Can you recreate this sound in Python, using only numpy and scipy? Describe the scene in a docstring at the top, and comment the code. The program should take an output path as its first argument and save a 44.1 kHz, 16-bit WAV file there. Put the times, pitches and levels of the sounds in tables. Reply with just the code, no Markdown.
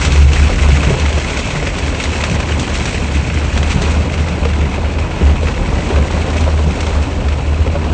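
"""Inside a moving car in heavy rain, heard from the front seat.
Drops excite short bursts of damped modes: cracks on the windscreen, drumming through the roof lining, fine spray.
All come in flurries that slowly ease off. Wipers strike low modes of the bodywork and fling water aside.
Below, filtered noise makes the tyre rumble and body shake, and a wavering sine is the cabin air booming on bumps."""
import sys
import numpy as np
from scipy import signal
from scipy.fft import rfft, irfft, next_fast_len
from scipy.io import wavfile
from scipy.ndimage import uniform_filter1d

SR = 44100
rng = np.random.default_rng(int(sys.argv[2]) if len(sys.argv) > 2 else 0)


def dump_mix(stems):
    """Bounce the given channels to the path in sys.argv[1] as a 16-bit WAV at rate SR."""
    frames = np.atleast_2d(stems).T  # one column per channel
    limited = np.clip(frames, -1, 1)  # hard clip at full scale
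    pcm = np.round(limited * 32767).astype(np.int16)
    wavfile.write(sys.argv[1], SR, pcm)


N = 349713
TIME = np.arange(N) / SR


def from_db(db):
    """Level and amplitude: 20 dB is a factor of ten."""
    return 10 ** (np.asarray(db) / 20)


def rms_one(x):
    """Normalisation: scale to unit rms."""
    return x / np.sqrt(np.mean(x ** 2) + 1e-20)


def steady(x, span_s):
    """Automatic gain: hold the running rms near one, leaving faster detail alone."""
    size = max(int(span_s * SR), 8)
    power = uniform_filter1d(uniform_filter1d(x ** 2, size), size)
    return x / np.sqrt(power + 1e-12)


def coloured(x, response):
    """Minimum-phase filtering: folding the cepstrum makes a given magnitude response causal."""
    size = 2 * next_fast_len(len(x) // 2 + 4096)
    hz, db = np.transpose(response)
    bins = np.maximum(np.arange(size // 2 + 1) * SR / size, 1)
    gain = from_db(np.interp(np.log(bins), np.log(hz), db))
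    cepstrum = irfft(np.log(gain))
    cepstrum[1:size // 2] *= 2
    cepstrum[size // 2 + 1:] = 0
    return irfft(rfft(x, size) * np.exp(rfft(cepstrum)))[:len(x)]


def tinted(x, colour_db):
    """Modal individuality: give one spot of a panel a random colour of its own."""
    hz = np.geomspace(200, 9000, 24)
    db = colour_db * rng.uniform(-1.04, 1, len(hz))
    return coloured(x, np.column_stack([hz, db]))


CABIN_T60_S = 0.16


def impact(t60, cabin_db, rise_s):
    """High modal density: a struck panel is decaying noise, joined by the slower decay of the cabin."""
    t = TIME[:SR // 8]
    panel, cabin = rng.standard_normal((2, len(t))) * (1 - np.exp(-t / rise_s))
    panel = rms_one(panel * from_db(-60 * t / t60))
    cabin = rms_one(cabin * from_db(-60 * t / CABIN_T60_S))
    return rms_one(panel + from_db(cabin_db) * cabin)


BIGGEST_DROP = 3.2   # ceiling on the random drop size, in multiples of spread_db


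def patter(per_s, spread_db, t60, cabin_db, colour_db, rise_s, count=48):
    """Poisson process: drops of random size strike random spots, each with its own ring and colour."""
    lead = SR // 8   # drops already ringing when the scene begins
    starts = np.flatnonzero(rng.random(lead + N) < per_s / SR)
    sizes = from_db(spread_db * np.minimum(rng.exponential(1, len(starts)), BIGGEST_DROP))
    spots = rng.integers(0, count, len(starts))
    rings = [tinted(impact(t60, cabin_db, rise_s), colour_db) for _ in range(count)]
    out = np.zeros(N + SR)
    for start, size, spot in zip(starts, sizes, spots):
        out[start:start + len(rings[spot])] += size * rings[spot]
    return rms_one(out[lead:lead + N])


def add(out, s, db, sound):
    """Superposition: mix in a sound starting at time s, scaled to a peak of db."""
    start = int(np.clip(s * SR, 0, N - 1))
    out[start:start + len(sound)] += (from_db(db) * sound / np.abs(sound).max())[:N - start]


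def wander(corner_hz):
    """Low-passed noise: two equal one-pole filters give smooth chance with unit rms."""
    r = np.exp(-2 * np.pi * corner_hz / SR)
    noise = rng.standard_normal(N + SR)
    return rms_one(signal.lfilter([1], [1, -2 * r, r * r], noise)[SR:])


def swell(s, length_s, attack_s, release_s):
    """Envelope: straight ramps centred on start and end, reaching attack_s and release_s to each side."""
    rise = np.clip(.5 + (TIME - s) / (2 * attack_s), 0, 1)
    fall = np.clip(.5 + (s + length_s - TIME) / (2 * release_s), 0, 1)
    return np.minimum(rise, fall)


def curves(rows):
    """Linear interpolation: one curve in time for each column after the first."""
    s, *columns = np.transpose(rows)
    return [np.interp(TIME, s, c) for c in columns]


def tone(hz):
    """Phase accumulation: a sine of unit rms follows a pitch curve."""
    return np.sqrt(2) * np.sin(2 * np.pi * (np.cumsum(hz) / SR + rng.random()))


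# The shower eases off in waves; flurries, brief clusters and splatters come on top.
# Each row: time in seconds, roof level in dB, windscreen level in dB, spray level in dB.
RAIN_LEVELS = [(0, -23, -24.5, -29), (.25, -26, -26, -32), (.75, -24.5, -23.5, -31),
               (1.15, -24.5, -25, -31), (1.6, -26, -26, -32.5), (2.4, -25, -26.5, -33.5),
               (2.8, -26.5, -27, -31.5), (3.3, -28.5, -27.5, -35.5), (3.85, -24, -27, -33),
               (4.15, -25.5, -30, -38), (5.1, -26, -29.5, -39.5), (5.55, -26, -30, -37.5),
               (6.25, -22.5, -27.5, -34.5), (6.55, -24.5, -31.5, -37.5), (6.95, -24.5, -31.5, -37),
               (7.45, -27.5, -33, -41), (7.93, -25.5, -32.5, -40.5)]
# Sheets of water slap the windscreen.
# Each row: start in seconds, length in seconds, lift of the spray in dB.
SPLATTERS = [(.01, 0.055, 5), (0.326, 0.12, 2), (0.616, 0.018, 3), (1.221, .06, 0), (1.783, 0.013, 4),
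             (2, 0.033, 5.5), (2.133, 0.089, 3), (2.737, 0.032, 5), (2.832, 0.15, 2), (3.582, 0.044, -1),
             (3.694, 0.042, 5), (3.829, 0.11, 1.5), (4.183, 0.026, 3.5), (4.711, 0.047, 3),
             (5.453, 0.042, 2), (6.093, 0.052, 0), (6.365, 0.057, 2), (6.796, 0.11, 0.5)]
# Frequency responses of the windscreen, the fine spray and the lined roof.
# Each row: frequency in Hz, gain in dB.
GLASS_RESPONSE = [(300, -28.5), (800, -10.5), (1200, -5.5), (1550, -1.5), (1750, -4), (2050, -2), (2260, 1),
                  (2400, -1.9), (2540, 2), (2750, -2.5), (2950, -3.5), (3300, -7.5), (4000, -15),
                  (5000, -18), (9000, -37.5)]
SPRAY_RESPONSE = [(1500, -12), (3200, 1.5), (4250, 1.5), (4950, -4), (5800, 0.5), (7000, -3), (8300, -5.5),
                  (9000, -18)]
ROOF_RESPONSE = [(120, -16), (250, 0.5), (320, -4), (400, 0.5), (590, -1), (690, -4), (780, -3.5),
                 (970, -4.5), (1080, -7.5), (1300, -10.5), (2000, -19.5), (4000, -23.5), (9000, -46.5)]
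FLURRY_CORNER_HZ, GLASS_FLURRY_DB, SPRAY_FLURRY_DB, ROOF_FLURRY_DB = 18, 0.98, 1, 0.97
CLUSTER_CORNER_HZ, CLUSTER_DB = 70, 0.6   # drops on the glass bunch into brief clusters
SPLATTER_EDGE_S, SPLATTER_GLASS_SHARE = 0.0084, 0.85   # the glass gets this share of the spray's lift
TICK_DB = -9   # lone drops right in front of the microphone, relative to the spray level


def rain():
    """Shared excitation: the same drops crack the glass and throw spray; others drum through the lining."""
    roof_db, glass_db, spray_db = curves(RAIN_LEVELS)
    flurry = wander(FLURRY_CORNER_HZ)
    cluster_db = CLUSTER_DB * wander(CLUSTER_CORNER_HZ)
    splatter_db = sum(db * swell(s, length_s, SPLATTER_EDGE_S, SPLATTER_EDGE_S)
                      for s, length_s, db in SPLATTERS)
    glass_gain = from_db(glass_db + SPLATTER_GLASS_SHARE * splatter_db + GLASS_FLURRY_DB * flurry + cluster_db)
    spray_gain = from_db(spray_db + splatter_db + SPRAY_FLURRY_DB * flurry + cluster_db)
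    roof_gain = from_db(roof_db + ROOF_FLURRY_DB * wander(FLURRY_CORNER_HZ))

    on_glass = patter(per_s=850, spread_db=5.0, t60=0.014, cabin_db=0.5, colour_db=8.5, rise_s=0.0007)
    on_roof = patter(per_s=600, spread_db=3.0, t60=0.014, cabin_db=2.0, colour_db=5.5, rise_s=0.00077)
    droplets = patter(per_s=3300, spread_db=5.5, t60=0.0094, cabin_db=2.0, colour_db=8.5, rise_s=.0003)
    ticks = patter(per_s=130, spread_db=2.2, t60=0.004, cabin_db=-5.5, colour_db=3, rise_s=.0003)

    burst = on_glass + from_db(8.0) * droplets
    glass = from_db(-0.42) * glass_gain * steady(coloured(on_glass, GLASS_RESPONSE), 0.065)
    spray = from_db(0.04) * spray_gain * steady(coloured(burst, SPRAY_RESPONSE), 0.088)
    roof = roof_gain * steady(coloured(on_roof, ROOF_RESPONSE), 0.11)
    close = from_db(TICK_DB) * spray_gain * rms_one(coloured(ticks, SPRAY_RESPONSE))
    return glass + spray + roof + close


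# Roughness of the road between big bumps, before the small jolts waver it.
# Each row: time in seconds, cabin boom in dB, body shake in dB, tyre rumble in dB.
ROAD_LEVELS = [(0, -27, -20.5, -20.5), (.4, -18, -17.5, -21.5), (.9, -29, -19.5, -21),
               (1.3, -28, -25.5, -24), (1.85, -24.5, -21.5, -21.5), (2.15, -27, -29, -22),
               (2.8, -25, -23.5, -21.5), (3.3, -20.5, -26, -20.5), (3.75, -22, -18.5, -21.5),
               (4.25, -20, -29, -21.5), (4.85, -20, -21, -22), (5.4, -34, -23, -21.5),
               (5.7, -24, -19.5, -20), (6.5, -17.5, -25, -22), (7.15, -22.5, -22.5, -24),
               (7.93, -17.5, -23.5, -21.5)]
# Big bumps in the road.
# Each row: start in seconds, length in seconds, cabin boom in dB, boom pitch in Hz.
BUMPS = [(0.065, 0.024, -8, 75), (0.113, 0.22, -9.5, 72.5), (0.18, 0.13, -4, 71), (0.403, 0.08, -7.5, 72.3),
         (0.615, 0.17, -8.5, 71.7), (0.819, 0.066, -14.5, 70.1), (1.012, 0.1, -11.5, 73),
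         (1.131, 0.06, -13, 75.9), (1.834, 0.063, -16.5, 74.2), (2.07, 0.051, -14.5, 75.7),
         (2.171, 0.12, -18, 74), (2.33, 0.092, -17, 74.3), (2.51, 0.084, -15.5, 75.6),
         (2.685, .08, -17, 72.4), (2.958, 0.052, -19, 74.1), (3.036, 0.052, -17, 73.3),
         (3.138, 0.068, -12, 70.6), (3.42, 0.074, -16.5, 74.3), (3.544, 0.17, -13, 74.8),
         (3.846, 0.058, -12.5, 75.8), (3.964, 0.061, -10.5, 76), (4.415, 0.087, -13.5, 73.7),
         (4.598, 0.062, -12.5, 73.6), (4.834, 0.082, -15.5, 74.2), (4.96, 0.089, -15, 78.3),
         (5.225, 0.11, -7, 71.3), (5.393, 0.095, -14, 77), (5.937, 0.11, -9, 71.4),
         (6.428, 0.05, -12, 75.1), (6.513, 0.2, -12.5, 75.5), (6.95, 0.072, -11.5, 74.4),
         (7.241, 0.11, -12, 72.9), (7.477, 0.078, -12, 74.2), (7.594, 0.037, -7.5, 76.7)]
# The boom creeps up in pitch between bumps. Each row: time in seconds, mean pitch in Hz.
BOOM_PITCH = [(0, 72), (3, 72.63), (4.5, 76.57), (7.93, 77.86)]
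BOOM_WAVER_HZ, PITCH_CORNER_HZ = 2.6, 8   # rms depth and speed of the pitch waver
JOLT_CORNER_HZ, JOLT_DB, BIGGEST_JOLT_DB = 11.6, 5, 5   # small jolts: speed, rms, ceiling on the lift
BUMP_ATTACK_S, BUMP_RELEASE_S = 0.012, 0.017


def cabin_boom():
    """Cavity resonance: the cabin air booms at a wavering pitch; each bump pulls it to a level and pitch."""
    boom_db, _, _ = curves(ROAD_LEVELS)
    hz = curves(BOOM_PITCH)[0] + BOOM_WAVER_HZ * wander(PITCH_CORNER_HZ)
    jolt_db = np.minimum(JOLT_DB * wander(JOLT_CORNER_HZ), BIGGEST_JOLT_DB)
    swing = from_db(boom_db + jolt_db)
    for s, length_s, db, bump_hz in BUMPS:
        bump = swell(s, length_s, BUMP_ATTACK_S, BUMP_RELEASE_S)
        swing = swing + bump * (from_db(db) - swing)
        hz = hz + bump * (bump_hz - hz)
    return swing * tone(hz)


def rolling_noise(response, span_s):
    """Random excitation: white noise through a resonant response, held at unit rms."""
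    noise = rng.standard_normal(N + SR)
    return steady(coloured(noise, response)[SR:], span_s)


# Response of the shaking body. Each row: frequency in Hz, gain in dB.
SHAKE_RESPONSE = [(10, -35), (22, -25.5), (32, -18), (39, -4.5), (43, -1), (50, -9.5), (60, -7),
                  (90, -23.5), (200, -74)]
SWAY_DB = 1.7   # rms of the waver


def body_shake():
    """Forced vibration: noise around the low body resonance, wavering with small jolts."""
    _, shake_db, _ = curves(ROAD_LEVELS)
    gain = from_db(shake_db + SWAY_DB * wander(JOLT_CORNER_HZ))
    return gain * rolling_noise(SHAKE_RESPONSE, 0.1)


# Response of the rolling tyres. Each row: frequency in Hz, gain in dB.
TYRE_RESPONSE = [(20, -28), (60, -0.5), (105, 1), (135, -0.5), (175, -1.5), (220, -4.5), (290, -6.5),
                 (450, -19), (1000, -25), (4000, -77.5)]
TYRE_WAVER_DB = 1.5   # rms; the tyres roll unevenly


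def tyre_rumble():
    """Rolling contact: the tread's random forcing becomes a low broadband rumble."""
    _, _, tyre_db = curves(ROAD_LEVELS)
    gain = from_db(tyre_db + TYRE_WAVER_DB * wander(JOLT_CORNER_HZ))
    return gain * rolling_noise(TYRE_RESPONSE, 0.17)


# The floor panels drone over the first rough stretch. Each row: time in seconds, level in dB.
DRONE_LEVELS = [(0, -23), (.25, -24.5), (.8, -25.5), (1.2, -44.5), (7.93, -40.5)]
# Resonance of the floor panels. Each row: frequency in Hz, gain in dB.
PANEL_RESPONSE = [(70, -39), (115, -1), (140, 6), (172, 2), (240, -41)]


def floor_drone():
    """Panel resonance: a narrow band of noise drones, then fades far down."""
    drone_db, = curves(DRONE_LEVELS)
    return from_db(drone_db) * rolling_noise(PANEL_RESPONSE, 0.064)


# Fat drops on the windscreen; the parts below are set relative to the reference level.
# Each row: start in seconds, reference level in dB, splash relative to it in dB before SPLASH_DB.
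GLASS_HITS = [(0.015, -17, -6), (0.0477, -2, -15), (0.12, -13, -4), (0.159, -5, -27), (0.332, -5.5, -13),
              (0.36, -7.5, -20), (0.372, -7.5, -19), (0.539, -11, -31), (.632, -8, -28), (0.757, -14, -17),
              (0.831, -4, -20), (0.996, -12.5, -10), (1.06, -5, -20), (1.127, -7.5, -16),
              (1.296, -8.5, -23), (1.37, -10, -11), (1.39, -10, -14), (1.505, -11, -15), (1.554, -12, -30),
              (1.669, -4.5, -27), (1.783, -8, -24), (1.946, -8, -20), (2.037, -9.5, -6.5), (2.237, 1, -21),
              (2.2975, -8.5, -14), (2.312, -13, -9), (2.401, -7, -17), (2.428, -9, -24), (2.52, -6, -30),
              (2.595, -13.5, -5), (2.753, -8, -24), (2.854, -5, -14), (2.892, -17, -9), (2.958, -16.5, -20),
              (3.271, -17.5, -9), (3.3, -8, -29), (3.341, -10.5, -15), (3.373, -7, -39), (3.5744, -4, -18),
              (3.6291, -5.5, -17), (3.676, -13, -18), (3.718, -9, -15), (3.8182, -15.5, -3),
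              (3.915, -20, -8), (4.098, -9, -34), (4.139, -9, -16), (4.177, -10, -24), (4.283, -9, -20),
              (4.4514, -6.5, -19), (4.488, -14.5, -12), (4.533, -11, -19), (4.613, -10, -26),
              (4.741, -15, -29), (4.986, -11, -24), (5.355, -15, -24), (5.4834, -5, -33), (5.577, -12, -27),
              (5.659, -10.5, -28), (5.806, -11.5, -23), (5.959, -9, -24), (6.111, -21, -6),
              (6.366, -14.5, -10), (6.407, -20.5, -4), (6.8044, -11, -11), (6.828, -12, -22),
              (6.8664, -10, -14), (6.906, -19, -24), (7.025, -14, -16), (7.129, -14, -25),
              (7.284, -10, -24), (7.323, -14, -27), (7.675, -12, -27), (7.701, -17, -29), (7.841, -12, -19)]
CRACK_DB, SPLASH_DB, KNOCK_DB = -5.5, 5, -13.5


def glass_hits():
    """Broadband impact: a crack, a splash and a dull knock, some short and some drawn out."""
    out = np.zeros(N)
    for s, db, splash_db in GLASS_HITS:
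        stretch = from_db(rng.uniform(-4.1, 5))   # decay times are 0.62 to 1.78 times as long
        crack = tinted(impact(t60=0.018 * stretch, cabin_db=-8, rise_s=.0014), colour_db=4)
        splash = impact(t60=0.019 * stretch, cabin_db=-1.5, rise_s=0.003)
        knock = impact(t60=0.0051, cabin_db=-5.5, rise_s=0.00088)
        add(out, s, db + CRACK_DB, coloured(crack, GLASS_RESPONSE))
        add(out, s, db + splash_db + SPLASH_DB, coloured(splash, SPRAY_RESPONSE))
        add(out, s, db + KNOCK_DB, coloured(knock, ROOF_RESPONSE))
    return out


def body_ring(hz, t60, rise_s):
    """Damped oscillator: one low mode of the bodywork, softly struck."""
    t = TIME[:SR // 2]
    return tone(np.full(len(t), hz)) * (1 - np.exp(-t / rise_s)) * from_db(-60 * t / t60)


# The suspension thumps dully over seams in the road.
# Each row: start in seconds, peak level in dB, frequency in Hz.
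THUMPS = [(0.231, -10, 119.5), (.715, -11, 135), (0.909, -11, 127), (1.554, -17.5, 148), (3.3, -17, 160.1),
          (4.295, -18, 181), (4.622, -15, 146.5), (5.676, -18.5, 129.5), (6.254, -19, 149.7)]


def suspension_thumps():
    """Impulse response: each seam excites one damped low mode."""
    out = np.zeros(N)
    for s, db, hz in THUMPS:
        add(out, s, db, body_ring(hz, t60=.25, rise_s=0.011))
    return out


# Response of a fat drop's tap through the lining. Each row: frequency in Hz, gain in dB.
TAP_RESPONSE = [(120, -16.5), (300, -1), (550, 2.5), (1000, -6), (1400, -14), (2000, -21.5), (4000, -23),
                (9000, -50)]
ROOF_RING_T60_S, OVERTONE_RATIO, OVERTONE_DB = 0.09, 2.5, -13.5


def roof_tap(hz, ring_db):
    """Plate modes: behind a dull tap, the struck spot rings at its note and an inharmonic overtone."""
    tap = coloured(impact(t60=0.035, cabin_db=-8, rise_s=.001), TAP_RESPONSE)
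    t = TIME[:len(tap)]
    phase = 2 * np.pi * hz * t
    ring = np.sin(phase) + from_db(OVERTONE_DB) * np.sin(OVERTONE_RATIO * phase)
    ring = ring * from_db(-60 * t / ROOF_RING_T60_S)
    return rms_one(tap) + from_db(ring_db) * rms_one(ring)


# Fat drops on the roof, each spot with its own note.
# Each row: start in seconds, peak level in dB, ring in Hz, ring relative to the tap in dB.
ROOF_HITS = [(0.33, -14, 328, 5), (.494, -10, 497, -2), (.688, -12, 366, 8), (0.836, -14, 620, -4),
             (.904, -7, 387, 8), (.94, -12, 418, 0), (1.393, -14, 504, 7), (1.624, -12, 470, -2),
             (2.944, -12, 445, 1), (3.833, -15, 380, 5), (3.863, -16, 445, 13), (4.377, -14, 316, 0),
             (4.452, -11.5, 468, 6), (4.779, -12.5, 400, -1.5), (5.21, -14, 594, -2),
             (5.429, -11, 570, -11), (5.726, -13.5, 463, 3), (5.902, -10, 385, 9), (5.98, -9.5, 518, 0),
             (6.36, -13.5, 598, 3), (6.476, -7, 542, 0), (6.88, -14, 554, 6), (7.664, -14, 528.6, 2),
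             (7.753, -10.5, 573, 1), (7.846, -15, 600, -12)]


def roof_hits():
    """Local excitation: each heavy drop sounds the note of the spot it strikes."""
    out = np.zeros(N)
    for s, db, hz, ring_db in ROOF_HITS:
        add(out, s, db, roof_tap(hz, ring_db))
    return out


# The bodywork under the wipers.
# Each row: mode in Hz, mean level in dB, decay time (T60) in seconds.
BODY_MODES = [(112, 0.5, 0.21), (148, 5.5, 0.16), (186.3, -2.5, 0.29)]


def thud():
    """Modal superposition: all body modes at once, their levels a little different at each blow."""
    return sum(from_db(db + rng.normal(0, 2.0)) * body_ring(hz, t60, rise_s=0.0078)
               for hz, db, t60 in BODY_MODES)


# Wipers turning at the top of their sweep.
# Each row: time in seconds, thud peak in dB, clatter peak in dB, flung water in dB, water on the return in dB.
WIPER_TURNS = [(0.867, -8, -14, -29, -30), (2.308, -8.5, -19, -46, -29.5), (3.757, -8, -18, -40, -35),
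               (5.205, -13, -15, -27, -25), (6.66, -8.5, -14, -35, -52)]
# Response of the clattering wiper arms. Each row: frequency in Hz, gain in dB.
CLATTER_RESPONSE = [(60, -14), (130, -3), (400, 1), (1200, -26), (5000, -65)]
FLIP_LEAD_S, FLIP_DB = .022, -4.5   # the rubber flips softly just before the arm stops
FLING_DELAY_S, FLING_S, FLING_FADE_S = 0.034, 0.09, 0.018   # water leaves the blade just after the turn
RETURN_S = 0.665   # from the top of the sweep back to the foot of the screen


def wipers():
    """Momentum transfer: the turning blades thud through the bodywork and fling water at both ends."""
    out = np.zeros(N)
    gobs = patter(per_s=350, spread_db=-1.5, t60=0.022, cabin_db=-4, colour_db=-1.5, rise_s=0.00055, count=8)
    water = steady(coloured(gobs, ROOF_RESPONSE), 0.11)
    for s, thud_db, clatter_db, flung_db, return_db in WIPER_TURNS:
        clatter = impact(t60=0.13, cabin_db=-5.5, rise_s=0.0084)
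        add(out, s - FLIP_LEAD_S, thud_db + FLIP_DB, thud())
        add(out, s, thud_db, thud())
        add(out, s, clatter_db, coloured(clatter, CLATTER_RESPONSE))
        for delay_s, db in [(FLING_DELAY_S, flung_db), (RETURN_S, return_db)]:
            out += from_db(db) * water * swell(s + delay_s, FLING_S, FLING_FADE_S, FLING_FADE_S)
    return out


def scene():
    """Superposition: all pressures add at one microphone behind the windscreen."""
    road = cabin_boom() + body_shake() + tyre_rumble() + floor_drone() + suspension_thumps()
    return (rain() + road + glass_hits() + roof_hits() + wipers())[None]


MICROPHONE_TOP_HZ, CUTOFF_HZ = 8850, 15800   # low-pass before the limiter, and after the clipping
LIMIT_DB, LIMITER_RECOVERY_DB_PER_S = 0.5, 54


def low_pass(x, top_hz):
    """Elliptic filtering: a steep edge removes the treble above top_hz."""
    return signal.sosfilt(signal.ellip(9, .1, 80, top_hz, fs=SR, output="sos"), x)


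def record(dry):
    """Nonlinear transfer: the treble is lost, a limiter ducks loud peaks, and remaining crests clip."""
    heard = low_pass(dry, MICROPHONE_TOP_HZ)
    over_db = np.maximum(20 * np.log10(np.abs(heard) + 1e-9) - LIMIT_DB, 0)
    # a running maximum against a rising ramp gives a duck that recovers at a steady rate
    recovery_db = LIMITER_RECOVERY_DB_PER_S * TIME
    duck_db = np.maximum.accumulate(over_db + recovery_db, axis=-1) - recovery_db
    held = heard * from_db(-uniform_filter1d(duck_db, size=512))
    return low_pass(np.clip(held, -.98, .98), CUTOFF_HZ)


dry = scene()
out = record(dry)
dump_mix(out)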